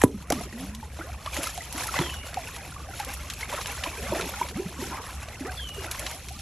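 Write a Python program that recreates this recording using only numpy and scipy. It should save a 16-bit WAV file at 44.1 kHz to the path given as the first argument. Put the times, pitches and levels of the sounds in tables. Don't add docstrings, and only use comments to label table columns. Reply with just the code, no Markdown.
import sys
import numpy as np
from scipy import signal
from scipy.fft import rfft, irfft, next_fast_len
from scipy.io import wavfile
from scipy.ndimage import uniform_filter1d

SR = 44100
rng = np.random.default_rng(int(sys.argv[2]) if len(sys.argv) > 2 else 0)


def unload_wav(signal):
    wavfile.write(
        sys.argv[1],
        SR,
        np.round(np.clip(np.atleast_2d(signal).T, -1, 1) * 32767).astype(np.int16),
    )


N = 282681


def jaws(mouth_q=2.2, teeth_q=4, crack_db=-19):
    # (time [s], level [dB], decay [s], mouth ring [Hz], teeth ring [Hz], teeth over mouth [dB])
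    claps = [(0.0162, -13, .0045, 1750, 7200, -7), (0.031, -25, .008, 3000, 7500, -2),
             (0.0372, -10, .0016, 1100, 7800, -7), (0.0395, -19, .005, 980, 10500, -9),
             (0.3021, -12.5, .003, 1800, 5450, -1), (0.3222, -12, .004, 750, 5900, -14),
             (0.3228, -16, .0025, 1900, 3000, -5)]
    # (time [s], level [dB], first pitch [Hz], settled pitch [Hz], glide [s], ring [s])
    pops = [(0.0175, -21, 1400, 750, .002, .007), (0.0374, -4.2, 1300, 272, .0009, .011),
            (0.039, -14, 550, 300, .005, .011), (0.0402, -12, 255, 92, .0046, .014),
            (0.041, -28, 1100, 980, .004, .02), (0.3052, -14.5, 320, 830, .004, .009),
            (0.3262, -18, 230, 300, .003, .012)]
    out = np.zeros(N)
    for s, db, decay, mouth_hz, teeth_hz, teeth_db in claps:
        hit = burst(decay)
        ring = band(hit, mouth_hz, mouth_q) + amp(teeth_db) * band(hit, teeth_hz, teeth_q)
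        add(out, s, amp(db) * unit_crest(ring + amp(crack_db) * hit))
    for s, db, first_hz, settled_hz, glide_s, ring_s in pops:
        t = clock(4 * ring_s)
        hz = settled_hz + (first_hz - settled_hz) * np.exp(-t / glide_s)
        add(out, s, amp(db) * tone(hz) * np.exp(-(t / ring_s) ** 2))
    return out


def water(heave, slosh, spray, heave_db=-1, spray_db=1):
    # (frequency [Hz], density [dB])
    heave_spectrum = [(70, -0.5), (400, -2), (800, -7.5), (2000, -58)]
    slosh_spectrum = [(120, -35), (350, -3.5), (600, 6.5), (1000, 5), (1700, 2.5), (2700, 1), (3600, -30.5),
                      (5500, -2), (12000, -99)]
    spray_spectrum = [(700, -33.5), (2500, 9.5), (4000, 5), (7000, 5.5), (8300, 1), (11000, 0),
                      (13000, -1.5), (16000, -29)]
    glugs = swarm(130, 551, per_s=90, cycles=5.3, rise=1.27, spread_db=3) + rng.standard_normal(N)
    churn = swarm(350, 4000, per_s=650, cycles=6.5, rise=1.12, spread_db=2.6)
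    ringing = swarm(450, 2800, per_s=75, cycles=29, rise=1.32, spread_db=2.2)
    crackle = swarm(1000, 5500, per_s=130, cycles=2.6, rise=1, spread_db=2.4)
    ticks = fizz(per_s=2400, spread_db=2.7, clump_db=1.6)
    froth = .9 * churn + .6 * ringing + .6 * crackle + .7 * ticks
    drops = swarm(3000, 12000, per_s=450, cycles=24, rise=1.06, spread_db=2.8)
    shower = .48 * drops + fizz(per_s=11000, spread_db=3.1, clump_db=.7)
    shower *= amp(1.9 * drift(32))
    lapping = unit(amp(1.3 * drift(32)) * spatter(per_s=28, height=.65, decay=.006))
    surface = slosh * unit(colour(froth, slosh_spectrum))
    surface += amp(spray_db) * spray * unit(colour(shower, spray_spectrum))
    return amp(heave_db) * heave * unit(colour(glugs, heave_spectrum)) + lapping * surface


def stirring(heave_rest_db=-55, heave_under_slosh_db=-12):
    # (time [s], slosh [dB], spray [dB])
    chop = [(0, -42, -41.5), (0.08, -61, -56.5), (0.22, -50, -53), (0.29, -50.5, -63), (0.36, -44.5, -45.5),
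            (0.85, -51, -54), (1.2, -47, -51), (1.55, -46, -44), (2.2, -45, -46), (2.55, -44, -45.5),
            (2.83, -46.5, -51.5), (3.1, -40, -44), (3.3, -47, -46.5), (4.3, -49, -43), (4.55, -51, -47.5),
            (5.05, -47.5, -53), (5.25, -45, -49), (5.7, -50, -48.5), (6.41, -51, -46.5)]
    # (crest [s], time to subside [s], slosh [dB], spray [dB])
    surges = [(0.344, 0.071, -37.5, -42), (0.6, 0.024, -48, -46), (1.0, 0.43, -51, -58.5),
              (1.37, 0.089, -38.5, -39.5), (1.442, 0.052, -40.5, -36.5), (1.83, 0.16, -36, -39),
              (1.977, 0.095, -31, -35.5), (2.38, 0.087, -39, -71), (3.01, 0.14, -46.5, -47),
              (3.43, 0.091, -38.5, -43.5), (3.556, 0.086, -32.5, -38.5), (3.69, 0.089, -39.5, -40),
              (3.85, 0.13, -38, -41.5), (4.15, 0.49, -38, -43.5), (4.4, .08, -40.5, -39),
              (4.87, 0.2, -39.5, -41), (5.469, 0.081, -42.5, -52), (5.868, 0.18, -38.5, -44.5),
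              (6.03, 0.11, -39, -42)]
    # (crest [s], time to subside [s], level [dB])
    shoves = [(.35, 0.093, -33), (2.0, 0.022, -34), (4.14, 0.21, -34), (4.82, 0.19, -41.5)]
    times, *levels = np.transpose(chop)
    slosh, spray = (amp(np.interp(np.arange(N) / SR, times, db)) ** 2 for db in levels)
    for crest, subside, slosh_db, spray_db in surges:
        power = wave(crest, subside) ** 2
        slosh += amp(slosh_db) ** 2 * power
        spray += amp(spray_db) ** 2 * power
    heave = amp(heave_rest_db) ** 2 + amp(heave_under_slosh_db) ** 2 * slosh
    heave += sum((amp(db) * wave(crest, subside)) ** 2 for crest, subside, db in shoves)
    return np.sqrt([heave, slosh, spray])


def wave(crest, subside, build_share=.59):
    u = (np.arange(N) / SR - crest) / subside
    return np.exp(-np.where(u < 0, (u / build_share) ** 2, u))


def swarm(low_hz, high_hz, per_s, cycles, rise, spread_db):
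    out = np.zeros(N)
    for when, pitch, size, life, glide in rng.random((int(per_s * N / SR), 5)):
        hz = low_hz * (high_hz / low_hz) ** pitch
        size_db = spread_db * min(-np.log(1 - size), 2.7)
        blip = bubble(hz, hz * rise ** glide, cycles * (.5 + life) / hz)
        add(out, when * N / SR, amp(size_db) * hz * blip)
    return unit(out)


def bubble(first_hz, last_hz, length):
    t = clock(length)
    u = t / t[-1]
    return tone(first_hz * (last_hz / first_hz) ** u) * abs(np.sin(np.pi * u ** .6)) ** .7


def fizz(per_s, spread_db, clump_db):
    heights = amp(spread_db * np.minimum(rng.exponential(1, N), 4)) * rng.choice([-1, 1], N)
    landings = rng.random(N) < per_s / SR
    return unit(heights * landings * amp(clump_db * drift(110)))


def spatter(per_s, height, decay):
    landings = (rng.random(N) < per_s / SR) * np.minimum(rng.exponential(1, N), 2)
    return 1 + height * signal.oaconvolve(landings, np.exp(-clock(.05) / decay))[:N]


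def gulps(plop_rise=1.076, shudder_db=1.5):
    # (time [s], level [dB], first pitch [Hz], glide over the blip [ratio])
    pockets = [(0.142, -27, 227, 0.85), (0.405, -30.5, 630, 1.17), (0.828, -31.5, 910, 0.94),
               (0.993, -34.5, 287, 1.22), (1.01, -28.5, 1274, 1.22), (1.392, -29.5, 604, 0.92),
               (1.577, -26.5, 778, 0.89), (1.746, -33, 273, 0.93), (2.371, -21, 838, 0.84),
               (2.999, -22.5, 870, 0.93), (3.429, -24.5, 2064, 1.08), (4.789, -28.5, 273, 0.87),
               (5.408, -27.5, 299, 0.85), (5.447, -30, 312, 1.65), (5.779, -30, 447, 0.85),
               (6.307, -36, 703, 1.14)]
    # (time [s], level [dB], pitch [Hz])
    plops = [(1.26, -34, 605), (1.273, -24, 1116), (1.332, -31, 2340), (1.371, -30, 549),
             (1.385, -28.5, 293), (1.468, -27.5, 1270), (1.607, -31.5, 1930), (1.76, -32, 292),
             (1.836, -29, 1700), (1.889, -26, 1295), (1.9405, -24.5, 1064), (1.963, -28, 550),
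             (1.988, -23, 960), (1.9915, -22.5, 292), (1.995, -19, 145), (2.01, -22.5, 337),
             (2.021, -30, 310), (2.095, -28, 2600), (2.721, -35, 1340), (2.762, -32.5, 1115),
             (2.799, -38, 1120), (2.886, -36.5, 723), (2.935, -36.5, 1370), (3.068, -33.5, 514),
             (3.526, -26, 936), (3.537, -28.5, 1120), (3.538, -25, 564), (3.575, -28, 1280),
             (3.585, -32, 1040), (3.695, -31.5, 2580), (3.859, -26, 980), (3.869, -31.5, 296),
             (4.06, -32, 553), (4.08, -34, 660), (4.121, -21.5, 580), (4.129, -26.5, 916),
             (4.13, -24.5, 345), (4.146, -27.5, 620), (4.158, -24, 640), (4.173, -32, 780),
             (4.189, -30.5, 347), (4.197, -25.5, 1334), (4.225, -31, 340), (4.338, -30, 1380),
             (4.4131, -15.5, 932), (4.427, -31, 2160), (4.596, -25.5, 377), (4.657, -25.5, 176),
             (4.823, -26, 358), (4.922, -29.5, 927), (4.954, -34, 1046), (5.281, -37.5, 610),
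             (5.492, -29.5, 1500), (5.595, -33, 1600), (5.882, -35, 1420)]
    # (time [s], level [dB], first pitch [Hz], last pitch [Hz], length [s], roughness [0-1])
    hollows = [(0.335, -32.5, 301, 175, 0.094, 0.33), (0.514, -34, 205.5, 294, .16, 0.2),
               (0.575, -38, 165.4, 245, 0.26, 0.15), (1.033, -37.5, 446, 753, 0.083, 0.25),
               (2.869, -39, 450, 790, 0.049, 0.6), (4.551, -23.5, 124.1, 391, 0.064, 0.3),
               (5.47, -32, 768, 736, 0.058, 0.4)]
    out = np.zeros(N)
    for s, db, hz, glide in pockets:
        add(out, s, amp(db) * pocket(hz, glide))
    for s, db, hz in plops:
        length = .011 * (1000 / hz) ** .29
        add(out, s, amp(db) * bubble(hz, hz * plop_rise, length))
    out *= amp(shudder_db * drift(400))
    for s, db, *shape in hollows:
        add(out, s, amp(db) * cavity(*shape))
    return out


def pocket(hz, glide, tail=.2, linger=1.48):
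    blip_s = .01265 * (1000 / hz) ** .45 * (1 + .74 * abs(np.log(glide)))
    u = clock(5 * blip_s) / blip_s
    pitch = hz * glide ** (np.expm1(-u) / np.expm1(-1))
    blip = abs(np.sin(np.pi * np.minimum(u, 1) ** .55)) ** .8
    ring = tail * np.minimum(u, 1) * np.exp((1 - u) / linger)
    return tone(pitch) * np.maximum(blip, ring)


def cavity(first_hz, last_hz, length, rough, settle_s=.0675):
    t = clock(length)
    sweep_left = (1 - t / t[-1]) ** (1 + (settle_s / length) ** 2)
    level = signal.windows.tukey(len(t), .4) * (1 - rough + rough * drift(90)[:len(t)])
    return level * tone(last_hz * (first_hz / last_hz) ** sweep_left)


def slaps(q=.51, splatter=.097):
    # (time [s], level [dB], decay [s], band centre [Hz])
    smacks = [(0.7485, -28.5, 0.0043, 4500), (0.9894, -26, 0.012, 510), (1.2605, -22, 0.0061, 1400),
              (1.3733, -23.5, 0.0018, 3200), (1.4398, -22.5, 0.0063, 6030), (1.472, -22.5, 0.0045, 5500),
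              (1.577, -23, 0.0012, 3800), (1.726, -22.5, 0.0046, 8000), (1.834, -22, 0.013, 7140),
              (1.87, -21, 0.0058, 8000), (1.941, -22.5, 0.0035, 990), (1.964, -27, .008, 2600),
              (1.9896, -12, 0.0026, 1640), (2.021, -21, 0.0046, 1000), (2.3426, -22.5, 0.0026, 2610),
              (3, -21.5, 0.002, 2530), (3.048, -25, 0.0037, 6000), (3.138, -24.5, 0.007, 11000),
              (3.2999, -21, 0.0073, 3120), (3.336, -27, 0.0055, 5000), (3.409, -24.5, 0.0046, 2300),
              (3.536, -26, 0.004, 2500), (3.6587, -19, 0.003, 1900), (3.6706, -21.5, 0.003, 5270),
              (3.837, -16.5, 0.0076, 2100), (4.147, -25, 0.025, 900), (4.211, -19, 0.003, 2400),
              (4.22, -22.5, 0.0049, 2180), (4.338, -28, 0.012, 1330), (4.486, -29.5, 0.0094, 2480),
              (5.2857, -29.5, 0.0036, 2200), (5.9127, -20, 0.008, 5900), (5.9938, -22, 0.0048, 7100),
              (6.064, -20.5, 0.0058, 2420), (6.285, -27, 0.0088, 4000)]
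    out = np.zeros(N)
    for s, db, decay, hz in smacks:
        hit = splatter * burst(3 * decay)
        add(hit, 0, burst(decay))
        add(out, s, amp(db) * unit_crest(band(band(hit, hz, q), hz, q)))
    return out


def washes(q=1.5):
    # (crest [s], time to subside [s], level [dB], resonance [Hz])
    gaps = [(.61, 0.064, -43.5, 590), (1.39, .04, -38.5, 616), (1.775, 0.078, -38, 920),
            (4.16, 0.068, -39, 620), (4.95, 0.082, -37.5, 1030)]
    patter = fizz(per_s=3000, spread_db=2.5, clump_db=2)
    return sum(amp(db) * wave(crest, subside) * unit(band(band(patter, hz, q), hz, q))
               for crest, subside, db, hz in gaps)


def bird(high_hz=3580, low_hz=2820, slide_s=.07, length=.265, fade_db=12.5, flick_hz=1500):
    # (time [s], level [dB], hoarseness [share of the pitch])
    whistles = [(2.005, -36, .017), (5.567, -35, .007)]
    out, t = np.zeros(N), clock(length)
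    fall_hz = low_hz + (high_hz - low_hz) * np.exp(-t / slide_s)
    flick = bubble(high_hz + flick_hz, high_hz + .22 * flick_hz, length=.021)
    for s, db, hoarseness in whistles:
        hz = fall_hz * (1 + hoarseness * drift(600)[:len(t)])
        flutter_db = 1.5 * drift(300)[:len(t)]
        level = amp(db - fade_db * t / length + flutter_db) * signal.windows.tukey(len(t), .1)
        add(out, s, level * tone(hz))
        add(out, s - .003, amp(db - 6) * flick)
    return out


def wall_echoes(x, low_t60=.27, high_t60=.17, low_db=8, build_s=.024):
    # (frequency [Hz], gain [dB])
    low_spectrum = [(60, -29), (200, -7.5), (400, -4.5), (1200, -21.5), (5000, -48)]
    t = clock(.6)
    low = amp(low_db - 60 * t / low_t60) * colour(rng.standard_normal(len(t)), low_spectrum)
    bright = amp(-60 * t / high_t60) * rng.standard_normal(len(t))
    tail = (low + bright) * np.minimum(t / build_s, 1)
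    return signal.oaconvolve(x, tail / np.linalg.norm(tail))[:N]


def rumble(level_db=-40.5):
    # (frequency [Hz], density [dB])
    spectrum = [(25, -25), (50, -5.5), (70, 3.5), (90, -7.5), (125, -9.5), (180, -17), (400, -29.5),
                (2000, -66)]
    return amp(level_db) * unit(colour(rng.standard_normal(N), spectrum))


def whine(waver_db=5):
    # (frequency [Hz], level [dB])
    tones = [(8441, -65), (9819, -65)]
    turn = 2 * np.pi * np.arange(N) / SR
    return sum(amp(db) * unit(amp(waver_db * drift(5)) * np.sin(hz * turn)) for hz, db in tones)


def ports(mid, side):
    # (frequency [Hz], side gain [dB])
    width = [(100, -43), (380, -27.5), (700, -16.5), (1400, -33), (2800, -12.5), (5500, -4.5),
             (11000, -6.5)]
    # (frequency [Hz], left minus right [dB])
    shade = [(100, 0), (380, -1.4), (700, -1.6), (1400, -.6), (5000, 0)]
    side = colour(side, width)
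    size = next_fast_len(N)
    left = irfft(rfft(mid + side, size) * gain_at(np.fft.rfftfreq(size, 1 / SR), shade), size)
    return np.array([left[:N], mid - side])


def amp(db):
    return 10 ** (np.asarray(db) / 20)


def unit(x):
    return x / np.sqrt(np.mean(x ** 2) + 1e-20)


def unit_crest(x):
    return x / (2 * np.sqrt(uniform_filter1d(x ** 2, SR // 500).max()))


def add(mix, s, sound):
    part = mix[max(round(s * SR), 0):][:len(sound)]
    part += sound[:len(part)]


def clock(length):
    return np.arange(int(length * SR) + 8) / SR


def tone(hz):
    return np.sin(2 * np.pi * np.cumsum(hz) / SR)


def burst(decay):
    t = clock(6 * decay)
    return rng.standard_normal(SR)[:len(t)] * np.exp(-t / decay)


def drift(per_s):
    knots = rng.standard_normal(4096)
    return unit(np.interp(np.arange(N) / SR * per_s, np.arange(len(knots)), knots))


def gain_at(freqs, spectrum):
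    hz, db = np.transpose(spectrum)
    return amp(np.interp(np.log(freqs + 1), np.log(hz), db))


def colour(x, spectrum, size=8192):
    log_gain = np.log(gain_at(abs(np.fft.fftfreq(size, 1 / SR)), spectrum))
    taps = np.fft.ifft(np.exp(np.conj(signal.hilbert(log_gain)))).real[:size // 2]
    return signal.oaconvolve(x, taps)[:len(x)]


def band(x, hz, q):
    hz = min(hz, SR / 3)
    return signal.lfilter(*signal.iirpeak(hz, max(q, 3 * hz / SR), fs=SR), x)


def scene(jaw_echo_db=-23, splash_echo_db=-17, bird_echo_db=-4, side_echo_db=6):
    bite = jaws()
    splash = gulps() + slaps() + washes()
    song = bird()
    stir = stirring()
    to_walls = amp(jaw_echo_db) * bite + amp(splash_echo_db) * splash + amp(bird_echo_db) * song
    mid = bite + splash + song + wall_echoes(to_walls) + water(*stir) + rumble() + whine()
    side = water(*stir) + amp(side_echo_db) * wall_echoes(to_walls)
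    return ports(mid, side)


def record(dry, edge_hz=15900):
    # (frequency [Hz], gain [dB])
    tone_colour = [(4400, -0.5), (4850, -5.5), (5150, -1), (8200, -1.5), (8700, -5), (9000, -20),
                   (9550, -7.5), (10000, 2), (10700, 6), (11500, 3.5), (12100, 0.5), (13100, -10.5),
                   (15500, -24)]
    heard = np.array([colour(channel, tone_colour) for channel in dry])
    band_limit = signal.firwin(511, edge_hz, window=("kaiser", 9), fs=SR)
    return signal.oaconvolve(heard, band_limit[None], "same")


dry = scene()
out = record(dry)
unload_wav(out)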